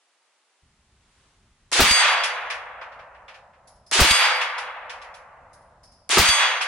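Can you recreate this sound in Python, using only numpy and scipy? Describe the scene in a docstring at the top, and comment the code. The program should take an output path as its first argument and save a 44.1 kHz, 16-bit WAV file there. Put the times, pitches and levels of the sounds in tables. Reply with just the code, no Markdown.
"""A small rifle fires three shots from a porch at a hanging steel disc, across a lawn ringed by trees.
Each muzzle pulse scatters back from the trees, the disc rings, the spent case bounces on the porch;
the trigger clicks between shots. Faint air hiss and low wind lie underneath. A stereo microphone with
a limiter stands by the shooter; a mono one ahead of the muzzle is mixed in slightly late."""
import sys
import numpy as np
from scipy import signal
from scipy.fft import rfft, irfft, next_fast_len
from scipy.io import wavfile
from scipy.ndimage import uniform_filter1d

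SR = 44100
rng = np.random.default_rng(int(sys.argv[2]) if len(sys.argv) > 2 else 0)


def pcm_store(signal):
    """Save signal as 16-bit PCM."""
    levels = np.round(np.clip(np.atleast_2d(signal), -1, 1) * 32767)
    wavfile.write(sys.argv[1], SR, levels.astype(np.int16).T)


N = 294147
T = np.arange(N) / SR

# noise spectra, relative density (f/Hz, level/dB)
AIR_SPECTRUM = [(88, -53.5), (150, -16), (841, -5.5), (991, -5), (3780, -9.5), (4380, -10.5), (7450, -13),
                (10700, -17), (12000, -45), (15600, -63), (22000, -120)]  # outdoor hiss
WIND_SPECTRUM = [(12, -33.5), (20, -14.5), (60, -6), (162, -16.5), (230, -19), (331, -28), (400, -23),
                 (520, -43.5), (880, -120)]  # low wind
CLICK_SPECTRUM = [(200, -40), (600, -11), (1300, -2), (3000, -10), (5200, 3), (8000, -4.5), (9950, -0.5),
                  (10350, 3), (10900, 0), (11500, -39)]  # hammer, trigger, bullet strike
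ECHO_SPECTRUM = [(100, -48.5), (250, -33), (380, -27.5), (520, -11.5), (900, 0), (1600, 4), (2700, 6.5),
                 (4200, 5.5), (7000, 1.5), (10800, -3.5), (11500, -42.5)]  # all returns
BOOM_SPECTRUM = [(60, -9), (200, -0.5), (350, -4), (600, -7.5), (1300, -1.5), (3000, -16), (6000, -30.5),
                 (15000, -36)]  # body of the blast
CRACK_SPECTRUM = [(150, -18.5), (700, 3), (2500, -11), (5000, 0), (9000, -10.5), (15500, -11)]  # bright edge of the blast
SLAP_SPECTRUM = [(50, -9.5), (250, -2.5), (600, -25), (1200, -17), (3000, 4), (6000, -6), (15000, -25.5)]  # slap from down the range
BOUNCE_SPECTRUM = [(150, -55), (500, -16), (1200, 4), (2200, 8), (2750, 8), (3600, 1.5), (5400, 0.5),
                   (7500, -10), (9900, -14), (10350, -3.5), (10900, -16.5), (11500, -43)]  # case on the porch
# stereo width (f/Hz, side minus mid/dB)
STEREO_WIDTH = [(100, -29.5), (300, -19), (700, -15), (1400, -6.5), (2800, -5), (5000, 0.5), (10000, -1)]
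# shots (t/s, hammer/dB, echo/dB, disc/dB, hit place: 0 rim to 1 centre)
SHOTS = [(1.7232, -21, 7.5, 3.5, .1), (3.9196, -17.5, 5.6, 3.5, 0.93), (6.0985, -20.5, 4.7, 1.5, .03)]
# scattering zones: porch, woods all round, far tree line (delay/s, build-up/s, level/dB, t60/s)
SCATTER_ZONES = [(0, 0.012, -0.5, 0.51), (0, .03, -13.5, 4.43), (0.268, 0.047, -8, .9)]
# loss in air and leaves (f/Hz, rate/(dB/s))
PATH_LOSS = [(250, 3), (600, 0), (1000, 7.5), (2000, 15.5), (3200, 34), (4200, 49), (5200, 55), (7500, 73),
             (10000, 87.5)]
# single returns from posts, sheds and trunks (delay/s, level/dB)
REFLECTIONS = [(0.013, -11.5), (.044, -15), (.333, -20), (0.407, -37)]
# blasts ahead of the muzzle, relative levels (t/s, boom/dB, knock/dB, crack/dB, gas/dB, gas f/Hz, slap/dB)
BLASTS = [(1.7922, -13, -15, -13.5, -16.5, 61.4, -11.5), (3.9915, -12, -26, -13.5, -8.5, 60.4, -8.5),
          (6.171, -13.5, -12.5, -12.5, -15, 68.4, -11.5)]
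# steel disc modes (f/Hz, t60/s, rim hit level/dB, centre hit level/dB)
DISC_MODES = [(501.5, 2.15, -39.5, -36), (1163, 2.23, -31, -33), (2073, 0.78, -18, -36.5),
              (2229, 1.2, -29, -20.5), (3372, 0.96, -15.5, -20), (4715, 0.65, -9.5, -17),
              (4890, 0.76, -39, -15), (6180, 0.79, -22.5, -45.5), (6544, 0.56, -15, -18.5),
              (7782, 0.49, -20.5, -44), (8400, 0.48, -14, -13), (8470, 0.37, -14, -24.5),
              (9496, 0.47, -35, -51.5), (10260, 0.55, -17.5, -32.5), (10630, 0.48, -61.5, -10.5),
              (12330, .6, -29.5, -42.5), (12900, .8, -20.5, -24.5), (14400, 0.73, -35.5, -46.5),
              (15150, .6, -18.5, -45), (15470, .8, -49.5, -18.5)]
# case landings (t/s, level/dB, tilt/(dB/octave))
CASE_BOUNCES = [(2.235, -20.5, 2), (2.367, -56, -1), (2.501, -26, -2), (2.813, -33, -8), (2.919, -45.5, -7),
                (2.991, -45.5, -7), (3.147, -45.5, -9), (3.281, -40.5, -4.5), (3.341, -45.5, -3),
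                (3.533, -58, -7), (4.411, -21.5, -2.5), (4.58, -31.5, 1), (4.895, -33.5, -1),
                (5.016, -43, 0), (5.141, -47.5, 4.5), (6.611, -22, 0.5)]
# modes of case and floor (f/Hz, t60/s, level/dB)
CASE_MODES = [(1757, 0.4, -9.5), (2440, 0.29, -10), (2630, 0.18, -30), (3430, .08, -6), (5150, .08, -10),
              (9900, 0.32, -38)]
# trigger reset and take-up (t/s, click/dB, spring/dB)
TRIGGER_CLICKS = [(3.672, -46.5, -66), (3.754, -60, -81), (3.862, -52, -56.5), (5.53, -49, -73),
                  (5.613, -64, -83), (5.831, -50.5, -57), (5.917, -56, -63)]


def undb(db):
    """Decibels to gain."""
    return 10 ** (np.asarray(db) / 20)


def at(points, hz):
    """Interpolate (f, value) points over log frequency."""
    f, value = np.transpose(points)
    return np.interp(np.log(hz), np.log(f), value)


def fade(t, t60_s):
    """Exponential decay."""
    return np.exp(-np.log(1000) * t / t60_s)


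def rise(t, rise_s):
    """Exponential approach to 1."""
    return 1 - np.exp(-t / rise_s)


def wander(t, step_s):
    """Random drift, one new value per step."""
    return np.interp(t / step_s, np.arange(len(t)), rng.standard_normal(len(t)))


def add(out, start_s, x):
    """Mix x into out."""
    i = int(start_s * SR)
    out[:, i:i + x.shape[-1]] += x[..., :N - i]


def noise(spectrum, size, tilt_db_oct=0, wide=True):
    """Two-channel noise, rms 1; if wide, the capsules agree only in the bass."""
    n = next_fast_len(size)
    hz = np.maximum(np.fft.rfftfreq(n, 1 / SR), 1)
    gain = undb(at(spectrum, hz) + tilt_db_oct * np.log2(hz))
    mid, side = rfft(rng.standard_normal((2, n)))
    width = undb(at(STEREO_WIDTH, hz)) * wide
    pair = (mid + width * side * np.array([[1], [-1]])) / np.hypot(1, width)
    x = irfft(gain * pair, n)[:, :size]
    return x / x.std()


def burst(spectrum, t60_s, rise_s, tail_db=-60, tail_t60_s=.3, tilt_db_oct=0, wide=True):
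    """Noisy blow plus the weaker ring of its surroundings."""
    t = T[:SR]
    decay = fade(t, t60_s) + undb(tail_db) * fade(t, tail_t60_s)
    return noise(spectrum, SR, tilt_db_oct, wide) * rise(t, rise_s) * decay


def damped_sine(hz, t60_s=.067, rise_s=.0014):
    """A push that swings at one frequency and dies."""
    t = T[:SR // 2]
    return np.sin(2 * np.pi * hz * t) * rise(t, rise_s) * fade(t, t60_s)


def limiter_gain(x, ceiling_db, release_db_per_s):
    """Instant drop when x passes the ceiling, steady recovery."""
    power = uniform_filter1d(np.mean(x ** 2, axis=0), size=128)
    over_db = np.maximum(10 * np.log10(np.abs(power) + 1e-12) - ceiling_db, 0)
    held_db = np.maximum.accumulate(over_db + release_db_per_s * T) - release_db_per_s * T
    return undb(-held_db)


def gust(peak_s, width_s, lift_db=4):
    """Gain of one soft gust."""
    return undb(lift_db * np.exp(-((T - peak_s) / width_s) ** 2))


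def air(level_db=-67, step_db=-6):
    """Outdoor hiss with an early gust; lower from the first shot on."""
    gain = undb(level_db + step_db * (T > SHOTS[0][0]))
    return gain * gust(peak_s=1.21, width_s=.16) * noise(AIR_SPECTRUM, N)


def wind(blasts, start_s=.625, level_db=-64, eddy_db=2):
    """Low wind is heard from 0.625 s on, flutters in eddies and gusts late; its level dips at each blast and
    recovers slowly."""
    flow = undb(level_db + eddy_db * wander(T, step_s=.063)) * gust(peak_s=5.69, width_s=.31)
    duck = limiter_gain(blasts, ceiling_db=-30.5, release_db_per_s=26)
    return (T > start_s) * flow * duck * noise(WIND_SPECTRUM, N, wide=False)


def rifle(muzzle_db=21, pulse_s=.00009, hammer_lead_s=.007, disc_lag_s=.131):
    """The hammer falls, a pressure pulse leaves the muzzle, trees and disc answer."""
    out = np.zeros((2, N))
    age = T[:SR // 100] / pulse_s
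    pulse = np.diff(age * np.exp(-age))  # push, then longer weak suction
    for s, hammer_db, echo_db, disc_db, place in SHOTS:
        hammer = burst(CLICK_SPECTRUM, t60_s=.021, rise_s=.00056, tilt_db_oct=-1.5)
        add(out, s - hammer_lead_s, undb(hammer_db) * hammer)
        add(out, s, undb(muzzle_db) * pulse / pulse.max())
        add(out, s, undb(echo_db) * tree_echo())
        add(out, s + disc_lag_s, undb(disc_db) * steel_disc(place))
    return out


def scatter_envelope(t):
    """Each zone answers after its round trip, builds and decays; powers add."""
    power = 0
    for delay_s, build_s, db, t60_s in SCATTER_ZONES:
        age_s = np.maximum(t - delay_s, 0)
        power += (undb(db) * rise(age_s, build_s) * fade(age_s, t60_s)) ** 2
    return np.sqrt(power)


def tree_echo(clump_db=1, clump_s=.019, size=2 ** 17):
    """Dense, clumped returns plus a few single ones; longer paths lose more treble."""
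    t = T[:size]
    hz = np.maximum(np.fft.rfftfreq(size, 1 / SR), 1)
    spectrum = rfft(noise(ECHO_SPECTRUM, size))
    bands_hz = np.geomspace(100, 13000, 15)
    out = np.zeros((2, size))
    for band_hz, pick in zip(bands_hz, np.eye(len(bands_hz))):
        band = irfft(spectrum * np.interp(np.log(hz), np.log(bands_hz), pick))
        out += band * undb(-at(PATH_LOSS, band_hz) * t)
    out *= scatter_envelope(t) * undb(clump_db * wander(t, clump_s))
    for delay_s, db in REFLECTIONS:
        dulled = [(f, level - at(PATH_LOSS, f) * delay_s) for f, level in ECHO_SPECTRUM]
        add(out, delay_s, undb(db) * burst(dulled, t60_s=.05, rise_s=.00078, wide=False))
    return out


def muzzle_blasts(swell_lead_s=.05, crack_lag_s=.011, gas_lag_s=.022, slap_lag_s=.117, knock_hz=385):
    """Ahead of the muzzle: low swell, knocking boom, crack, gas puff, slap from down the range."""
    out = np.zeros((2, N))
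    swell_spectrum = [(180, -40), (290, -9), (370, 2.5), (520, -2.5), (900, -1.5), (2000, -38.5)]
    for s, boom_db, knock_db, crack_db, gas_db, gas_hz, slap_db in BLASTS:
        swell = burst(swell_spectrum, t60_s=.37, rise_s=.035, wide=False)
        boom = burst(BOOM_SPECTRUM, t60_s=.2, rise_s=.0009, tail_db=-32, tail_t60_s=.5, wide=False)
        knock = damped_sine(knock_hz, t60_s=.063, rise_s=.00052)
        crack = burst(CRACK_SPECTRUM, t60_s=.19, rise_s=.0004, wide=False)
        gas_puff = damped_sine(gas_hz)
        slap = burst(SLAP_SPECTRUM, t60_s=.027, rise_s=.0011, tail_db=-11, tail_t60_s=.11, wide=False)
        add(out, s - swell_lead_s, undb(-22) * swell)
        add(out, s, undb(boom_db) * boom)
        add(out, s, undb(knock_db) * knock)
        add(out, s + crack_lag_s, undb(crack_db) * crack)
        add(out, s + gas_lag_s, undb(gas_db + 5) * gas_puff)
        add(out, s + slap_lag_s, undb(slap_db) * slap)
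        add(out, s + slap_lag_s, undb(slap_db - 10) * gas_puff)
    return out


def steel_disc(place, strike_db=-8, build_s=.089, waver_db=4, waver_step_s=.039, widen_db=4):
    """The bullet splashes; hit place weights the modes. The ring builds and wavers."""
    t = T[:2 * SR]
    out = np.zeros((2, len(t)))
    for hz, t60_s, rim_db, centre_db in DISC_MODES:
        spread_rad = np.arctan(undb(at(STEREO_WIDTH, hz) + widen_db)) * np.array([[1], [-1]])
        phase_rad = 2 * np.pi * (hz * t + rng.random())
        db = rim_db + place * (centre_db - rim_db) + waver_db * wander(t, waver_step_s)
        out += undb(db) * fade(t, t60_s) * np.sin(phase_rad + spread_rad)
    out *= rise(t, build_s)
    add(out, 0, undb(strike_db) * burst(CLICK_SPECTRUM, t60_s=.0074, rise_s=.00061))
    return out


def spent_cases():
    """Brass cases clatter on the porch, which rings briefly."""
    out = np.zeros((2, N))
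    for s, db, tilt_db_oct in CASE_BOUNCES:
        clatter = burst(BOUNCE_SPECTRUM, t60_s=.19, rise_s=.0035,
                        tail_db=-16, tail_t60_s=.58, tilt_db_oct=tilt_db_oct)
        add(out, s, undb(db) * (clatter + case_clink(tilt_db_oct)))
    return out


def case_clink(tilt_db_oct, jitter_db=2):
    """Each landing weights the modes anew; a dull one rings the high modes less."""
    t, lowest_hz = T[:SR], CASE_MODES[0][0]
    out = np.zeros((2, SR))
    for hz, t60_s, db in CASE_MODES:
        gain = undb(db + tilt_db_oct * np.log2(hz / lowest_hz) + jitter_db * rng.standard_normal())
        out += gain * fade(t, t60_s) * np.sin(2 * np.pi * (hz * t + rng.random((2, 1))))
    return out


def trigger(spring_hz=5150, ping_hz=10350):
    """Reset and take-up: a click with the porch's ring, a ringing spring, a thin ping."""
    out = np.zeros((2, N))
    resonance = [(2 ** -.5, -35), (.9, -12), (1, 0), (1.1, -12), (2 ** .5, -35)]
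    spring_spectrum = [(spring_hz * ratio, db) for ratio, db in resonance]
    for s, click_db, spring_db in TRIGGER_CLICKS:
        click = burst(CLICK_SPECTRUM, t60_s=.06, rise_s=.0073, tail_db=-8.5, tail_t60_s=.29)
        add(out, s, undb(click_db) * click)
        add(out, s, undb(spring_db) * burst(spring_spectrum, t60_s=.9, rise_s=.003))
        add(out, s, undb(click_db - 15) * damped_sine(ping_hz, t60_s=.57, rise_s=.002))
    return out


def overload(x, ceiling_db):
    """An overdriven microphone rounds the peaks."""
    return undb(ceiling_db) * np.tanh(x / undb(ceiling_db))


def porch_microphone(x, wind_cut_hz=270, top_hz=11100):
    """Overload, limiter, wind filter, drop in the top octave."""
    wind_cut = signal.butter(3, wind_cut_hz, "highpass", fs=SR, output="sos")
    top_cut = signal.ellip(5, .3, 22, top_hz, fs=SR, output="sos")
    limited = overload(x, ceiling_db=3) * limiter_gain(x, ceiling_db=-14.5, release_db_per_s=189.5)
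    return signal.sosfilt(np.vstack([wind_cut, top_cut]), limited)


def scene():
    """Porch and forward microphones, plus low wind."""
    porch = porch_microphone(rifle() + spent_cases() + trigger() + air())
    forward = overload(muzzle_blasts(), ceiling_db=-5)
    return porch + forward + wind(forward)


def record(dry, top_hz=15900):
    """Steep recorder low-pass."""
    return signal.sosfilt(signal.ellip(10, .2, 80, top_hz, fs=SR, output="sos"), dry)


dry = scene()
out = record(dry)
pcm_store(out)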